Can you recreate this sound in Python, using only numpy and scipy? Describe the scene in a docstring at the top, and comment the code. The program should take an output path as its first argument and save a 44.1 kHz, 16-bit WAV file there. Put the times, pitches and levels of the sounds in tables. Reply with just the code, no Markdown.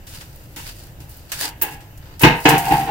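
"""The enamelled steel lid of a grill, swung open by a hand on its handle, is a sum of decaying modes.
Skin and cloth rub as friction noise and small parts tick as short noise bursts; then the lid clanks
twice on the bowl and slides on its rim, where friction feeds its modes.
Soft rain on a wet deck is filtered random noise: hiss over a low rumble. A stereo widening delays
the left channel in the treble and adds a diffuse part; the strongest peaks are clipped."""
import sys
import numpy as np
from scipy import signal
from scipy.fft import rfft, irfft, next_fast_len
from scipy.io import wavfile
from scipy.ndimage import uniform_filter1d

SR = 44100
rng = np.random.default_rng(int(sys.argv[2]) if len(sys.argv) > 2 else 0)


def natural_amplitude(level_db):
    """Convert a level in decibels to a linear amplitude factor, elementwise."""
    exponent = np.asarray(level_db, float) / 20
    return 10 ** exponent


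def log_audio(samples):
    """Write samples as a 16-bit WAV file to the path given in sys.argv[1]."""
    # one column per channel
    frames = np.atleast_2d(samples).T
    # limit to full scale, then quantise
    limited = np.clip(frames, -1, 1)
    pcm = np.round(limited * 32767).astype(np.int16)
    wavfile.write(sys.argv[1], SR, pcm)


N = 127890  # samples

# Spectrum of the rain noise. Each row: frequency in Hz, relative density in dB per Hz.
RAIN_SPECTRUM = [(15, -18), (25, 4.5), (130, 2.5), (193, -14.5), (320, -9.5), (400, -18), (490, -14),
                 (1220, -23.5), (2820, -24), (3600, -30), (7700, -32), (10200, -36.5), (13000, -25),
                 (16000, -30.5)]
RAIN_DB, PATCHY_DB = -40, 1.1  # rms level; rms of its drift over time and frequency

# Bright ticks of small parts. Each row: start in seconds, level in dB, decay time t60 in seconds,
# spectral tilt in dB per octave.
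TICK_EVENTS = [(0.0676, -38, 0.62, -1.5), (0.153, -31.5, 0.026, -5), (0.209, -35, 0.16, -5),
               (0.3587, -30, .03, 12), (0.5604, -32.5, 0.68, -1.5), (.6905, -36, .012, 6),
               (1.002, -42, 0.25, -0.5), (1.092, -36, 0.24, 8.5), (1.166, -34, 0.11, 13),
               (1.3181, -11, 0.012, -3), (1.321, -22, 0.2, -3), (1.614, -20.5, 0.21, 3),
               (1.6195, 3.5, 0.083, 23), (1.805, -44.5, 0.2, -4.5), (1.975, -39, 0.067, 2),
               (2.1938, -27, .3, 0.5), (2.2148, -11, 0.23, 9.5), (2.4889, -10, .1, 1),
               (2.579, -15, 0.13, 5)]
TICK_RISE_S, TICK_LOW_HZ = .0007, 1330

# Rubs of skin, cloth and rim. Each row: peak time in seconds, rise in seconds, fall in seconds,
# level in dB, spectral tilt in dB per octave.
RUB_STROKES = [(.15, 0.032, 0.072, -40, -1.4), (0.214, 0.046, 0.6, -51.5, 1), (0.511, 0.042, 0.14, -50, 5),
               (0.68, 0.025, 0.04, -34, -2.5), (.81, 0.07, 0.085, -45, 0),
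               (1.121, 0.034, 0.18, -48.5, -0.5), (1.3, 0.0094, 0.049, -43.5, -2.5),
               (1.434, 0.052, 0.049, -22.5, -1.53), (1.728, 0.093, 0.036, -37.5, 3.5),
               (2.048, 0.034, 0.17, -49, -7.5), (2.431, 0.11, 0.079, -37.5, 3.5),
               (2.522, 0.084, 0.058, -26.5, 3), (2.72, 0.15, 0.14, -28, 3)]
# Resonant colour of the rubs. The single row: centre in Hz, width in Hz, boost in dB.
RUB_RESONANCE = (4620, 750, 5.4)
RUB_LOW_HZ = 750
GRIT_DB, CLUMP_DB = 1, 2.8  # mean boost of single grains; rms of the slower clumping

# Low modes struck by the blows. The two lowest rows, near 35 and 55 Hz, are a dull thump of the deck beneath;
# the rest are flexing modes of the steel shell. Each row: frequency in Hz, level in dB, t60 in seconds.
SHELL_MODES = [(34.8, -28, 1), (55, -11, 0.27), (122.2, -7, 0.31), (144.5, -2.5, 0.29), (170.4, -8.5, 0.38),
               (223, -12.5, 0.34), (301.2, 6, 0.12), (344.7, -4.5, 0.18)]
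# Modes of the bowl. Each row: frequency in Hz, level in dB, t60 in seconds.
BOWL_MODES = [(640, -16.5, 1), (816, -7, 0.51), (878.5, 6, 0.3), (905, -0.5, 0.39), (928, -7, 0.85),
              (1557, -3, 0.32), (1652, -6, 0.49), (2159, 0, 0.34), (2550, 6, 0.14), (2745, -7, 0.31),
              (2827, -17, 0.41)]
# Modes of the lid. Each row: frequency in Hz, level in dB, t60 in seconds.
LID_MODES = [(459.4, -1, .22), (709.4, -7.5, 0.76), (730, -16.5, 0.45), (779.5, 1.5, 0.32),
             (804, -6.5, 0.52), (835, 0.5, 0.28), (898, -4, 0.16), (987, -5, 0.15), (1098, -7.5, 0.16),
             (1517, -13, 0.17), (2007, -21, 0.27), (2720, -28, 0.27)]
# Blows on the steel, sudden or softly swelling. Each row: start in seconds, rise in seconds, then
# the levels of shell, bowl, lid and clang in dB.
STEEL_BLOWS = [(.563, 0.002, -40.5, -59, -66, -37.5), (1.002, 0.00089, -47, -69, -55, -53),
               (1.42, 0.0087, -44, -39, -39.5, -31), (1.613, 0.0028, -64, -54, -57, -28),
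               (1.628, 0.0065, -50, -47, -36, -35), (1.715, 0.02, -42, -65, -41, -39.5),
               (2.206, 0.0043, -57, -58, -43, -23.5), (2.217, 0.0035, -52, -30.5, -45, -24.5),
               (2.2325, 0.0024, -3, -13.5, -29, -6.5), (2.4525, 0.002, -10.5, -17, -12.5, -9),
               (2.5, 0.0084, -11.5, -21.5, -13.5, -16), (2.54, 0.0021, -25, -49, -18, -24.5),
               (2.63, 0.038, -15, -24, -24.5, -20.5), (2.705, 0.0083, -12, -26.5, -30, -19.5),
               (2.79, 0.014, -19, -54, -43, -27), (2.86, 0.058, -13.5, -48, -4.5, -19.5)]
SHORTEST_RISE_S = .0003
# A round shell splits each mode: relative strength of the twin, and the scale of its offset.
TWIN, TWIN_HZ = .28, 14

# Dense upper modes of the steel, heard as a clang. Each row: frequency in Hz, relative level in dB per Hz.
CLANG_SPECTRUM = [(60, -62), (300, -9.5), (600, -17.5), (900, -5), (1250, -13.5), (1800, -10), (2800, -9),
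                  (3600, -17.5), (6000, -24.5), (16000, -52)]
# Decay of the clang, about which single modes scatter. Each row: frequency in Hz, t60 in seconds.
CLANG_DECAY = [(200, 0.47), (900, 0.42), (2500, 0.47), (5000, 0.28), (12000, 0.29)]
CLANG_MODES = 320
UNEVEN_DB, RATTLE_DB = 5, 1.5  # scale of the mode level scatter; rms of the rattle

# Modes of the handle bracket. Each row: frequency in Hz, level in dB, t60 in seconds.
HANDLE_MODES = [(315, -19, 1.2), (815, -6, .6), (855, 0, .55), (1001, -12, .5), (1672, -4, .42),
                (2200, -3, .28), (2546, -4, .3), (2789, -7, .3)]
# Taps on the handle bracket. Each row: start in seconds, level in dB.
HANDLE_TAPS = [(1.319, -51), (1.618, -30.5), (1.712, -42)]

# The lid slides along its rim and sings; the contact place favours modes near one pitch. Each row:
# peak time in seconds, rise in seconds, fall in seconds, level in dB, favoured pitch in Hz.
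RIM_SLIDES = [(2.725, 0.05, 0.03, -11.5, 788), (2.755, 0.03, 0.05, -14.5, 850),
              (2.8, 0.048, 0.061, -17, 753)]
SLIDE_WAVER = .2  # uneven friction: share of slow chance in each mode
FAVOUR_DB = 22  # loss one octave away from the favoured pitch

# Diffuse part of the widening. Each row: frequency in Hz, level against the direct part in dB.
DIFFUSE_SHARE = [(100, -16), (400, -11), (700, -6), (1500, -4.5), (3000, -4), (3600, -2.5), (8000, -3),
                 (9500, -12), (10300, -24), (15000, -30)]
# Phase of the left channel. Each row: frequency in Hz, lead over the plain lag in radians.
LEFT_LEAD = [(0, 0), (500, 2.5), (950, 4.2), (1250, 2.1), (3100, 1.7), (4000, -1.2), (7000, -2.6),
             (16000, -2.6)]
LAG_S = 35 / 44100
CLIP, EDGE_HZ = 1.0, 15800  # overload amplitude; low-pass edge


def evened(x):
    """Normalization: scales a signal to rms 1."""
    return x / np.sqrt(np.mean(x ** 2) + 1e-20)


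def read(points, hz):
    """Interpolation of a spectrum on a logarithmic frequency axis."""
    f, value = np.transpose(points)
    return np.interp(np.log(hz + 1), np.log(f + 1), value)


def add(mix, s, sound):
    """Superposition: mixes a sound in at a time in seconds."""
    part = mix[round(s * SR):][:len(sound)]
    part += sound[:len(part)]


def shaped(x, gain):
    """Linear filtering: multiplies the spectrum of the last axis by a gain law."""
    size = next_fast_len(x.shape[-1] + 4096)
    spectrum = rfft(x, size) * gain(np.fft.rfftfreq(size, 1 / SR))
    return irfft(spectrum, size)[..., :x.shape[-1]]


def tilted(x, tilt_db, low_hz):
    """Spectral tilt: slopes a noise about 4 kHz, cuts its bass and sets rms 1."""
    def gain(hz):
        slope = natural_amplitude(tilt_db * np.log2(hz / 4000 + 0.037))
        return slope * hz ** 2 / (hz ** 2 + low_hz ** 2)
    return evened(shaped(x, gain))


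def rain():
    """Stationary random noise: a fixed spectrum of hiss and rumble with drifting patches."""
    frames, hz = N // 256 + 5, np.fft.rfftfreq(1024, 1 / SR)
    real, imag, patches = rng.standard_normal((frames, 513, 3)).T
    patches = uniform_filter1d(patches, size=12, axis=0)
    patches = evened(uniform_filter1d(patches, size=12, axis=1))
    level_db = read(RAIN_SPECTRUM, hz)[:, None] + PATCHY_DB * patches
    z = (real + 1j * imag) * natural_amplitude(level_db)
    return natural_amplitude(RAIN_DB) * evened(signal.istft(z, nperseg=1024, noverlap=768)[1][:N])


def ticks():
    """Impulsive excitation: a sudden bright crack with an exponentially dying, fizzy tail."""
    out, t = np.zeros(N), np.arange(SR // 4) / SR
    for s, db, t60, tilt_db in TICK_EVENTS:
        envelope = np.minimum(t / TICK_RISE_S, 1) * natural_amplitude(db - 60 * t / t60)
        add(out, s, envelope * tilted(rng.standard_normal(len(t)), tilt_db, TICK_LOW_HZ))
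    return out


def rubs():
    """Dry friction: gritty, clumped noise under a bell-shaped stroke."""
    out, t = np.zeros(N), np.arange(-SR // 4, SR // 4) / SR
    for s, rise, fall, db, tilt_db in RUB_STROKES:
        grit = rng.standard_normal(len(t)) * natural_amplitude(GRIT_DB * rng.exponential(1, len(t)))
        clumps = evened(uniform_filter1d(rng.standard_normal(len(t)), size=130))
        grit *= natural_amplitude(CLUMP_DB * clumps)
        bell = np.exp(-(t / np.where(t < 0, rise, fall)) ** 2)
        stroke = natural_amplitude(db) * bell * tilted(grit, tilt_db, RUB_LOW_HZ)
        # The stroke starts 0.25 s ahead of its peak; what falls before time zero is dropped.
        skip = max(round((.25 - s) * SR), 0)
        add(out, max(s - .25, 0), stroke[skip:])
    centre_hz, width_hz, boost_db = RUB_RESONANCE
    return shaped(out, lambda hz: natural_amplitude(boost_db * np.exp(-((hz - centre_hz) / width_hz) ** 2)))


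def ring(modes, t, rise):
    """Modal superposition: modes swell together, beat with split twins and die at their own speeds."""
    hz, db, t60 = np.transpose(modes)[:, :, None]
    off, turn = rng.uniform(-1.14, 1, (len(hz), 2, 1)).transpose(1, 0, 2)
    main = np.sin(2 * np.pi * hz * t)
    twin = TWIN * np.sin(2 * np.pi * (hz + TWIN_HZ * off) * t + np.pi * turn)
    decaying = natural_amplitude(db - 60 * t / t60) * (main + twin)
    return (1 - np.exp(-t / rise)) ** 2 * decaying.sum(0)


def steel():
    """Modal excitation: each blow sets shell, bowl and lid ringing by different amounts."""
    out, t = np.zeros(N), np.arange(SR // 3) / SR
    fade = np.cos(1.5 * np.pi * t) ** .5  # reaches silence after a third of a second
    for s, rise, shell_db, bowl_db, lid_db, _ in STEEL_BLOWS:
        rise = max(rise, SHORTEST_RISE_S)
        parts = ((shell_db, SHELL_MODES), (bowl_db, BOWL_MODES), (lid_db, LID_MODES))
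        add(out, s, fade * sum(natural_amplitude(db) * ring(modes, t, rise) for db, modes in parts))
    return out


def clang(t, rise):
    """High modal density: a crowd of uneven modes at chance pitches, shaken by rattling contact."""
    place, loud, fade, turn = rng.random((CLANG_MODES, 4)).T[:, :, None]
    hz = 250 + 8000 * ((np.arange(CLANG_MODES)[:, None] + place) / CLANG_MODES) ** 1.5
    t60 = read(CLANG_DECAY, hz) * (.7 + .5 * fade)
    start_db = read(CLANG_SPECTRUM, hz) - UNEVEN_DB * np.log(loud + .05)
    db = start_db - 60 * t[::20] / t60  # the decay moves in steps of 20 samples
    envelopes = np.repeat(natural_amplitude(db), 20, axis=1)[:, :len(t)]
    phase = (2 * np.pi * (hz * t + turn)).astype(np.float32)
    x = (envelopes * np.sin(phase)).sum(0)
    x = x / np.sqrt(np.mean(x[:1000] ** 2))  # rms 1 at the onset
    rattle = natural_amplitude(RATTLE_DB * evened(uniform_filter1d(rng.standard_normal(len(t)), size=200)))
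    return (1 - np.exp(-t / rise)) * np.cos(1.5 * np.pi * t) * rattle * x


def clangs():
    """Broadband modal response: the dense clang of each blow."""
    out, t = np.zeros(N), np.arange(SR // 3) / SR
    for s, rise, *_, db in STEEL_BLOWS:
        add(out, s, natural_amplitude(db) * clang(t, max(rise, SHORTEST_RISE_S)))
    return out


def handle():
    """Free vibration of a small bracket: thin clinks after each tap."""
    out, t = np.zeros(N), np.arange(SR // 2) / SR
    for s, db in HANDLE_TAPS:
        add(out, s, natural_amplitude(db) * ring(HANDLE_MODES, t, 0.0021))
    return out


def slides():
    """Friction-driven resonance: an uneven push feeds lid modes that swell and sink with the stroke."""
    out, t = np.zeros(N), np.arange(N) / SR
    hz, db, _ = np.transpose(LID_MODES)[:, :, None]
    chance = uniform_filter1d(rng.standard_normal((2, len(hz), N)), size=1500)
    real, imag = uniform_filter1d(chance, size=900)
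    waver = 1 + SLIDE_WAVER * (evened(real) + 1j * evened(imag))
    for s, rise, fall, level_db, favoured_hz in RIM_SLIDES:
        stroke = np.exp(-((t - s) / np.where(t < s, rise, fall)) ** 2)
        near = stroke > 1e-4
        favour = natural_amplitude(db - FAVOUR_DB * abs(np.log2(hz / favoured_hz)) ** .5)
        modes = favour * waver[:, near] * np.exp(2j * np.pi * hz * (t[near] - s))
        out[near] += natural_amplitude(level_db) * stroke[near] * modes.real.sum(0)
    return out


def noisy_sources():
    """Random superposition: every call draws the rain, ticks, rubs and clangs afresh."""
    return rain() + ticks() + rubs() + clangs()


def scene():
    """Stereo widening: the channels share one part and get a diffuse part in opposite sign."""
    rings = steel() + handle() + slides()
    shared = rings + noisy_sources()
    diffuse = noisy_sources() + .8 * rings

    def share(hz):
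        return 1j * natural_amplitude(read(DIFFUSE_SHARE, hz))  # a quarter turn from the shared part

    def norm(hz):
        return 1 / np.sqrt(1 + abs(share(hz)) ** 2)

    def lagging(hz):
        # The lead offsets the plain lag in the bass, so the left channel lags in the treble.
        lead = np.interp(hz, *np.transpose(LEFT_LEAD))
        return norm(hz) * np.exp(1j * (lead - 2 * np.pi * hz * LAG_S))

    diffuse = shaped(diffuse, share)
    return np.array([shaped(shared + diffuse, lagging), shaped(shared - diffuse, norm)])


def top_cut(x):
    """Nothing passes above the cut-off."""
    return signal.sosfilt(signal.butter(12, 16410, fs=SR, output="sos"), x)


def record(dry):
    """Band limitation and overload: a low-pass filter followed by hard clipping."""
    low_pass = signal.firwin(255, EDGE_HZ, window=("kaiser", 8), fs=SR)
    x = signal.oaconvolve(dry, low_pass[None], "same")
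    mix = np.clip(x, -CLIP, CLIP)
    return top_cut(mix)


dry = scene()
out = record(dry)
log_audio(out)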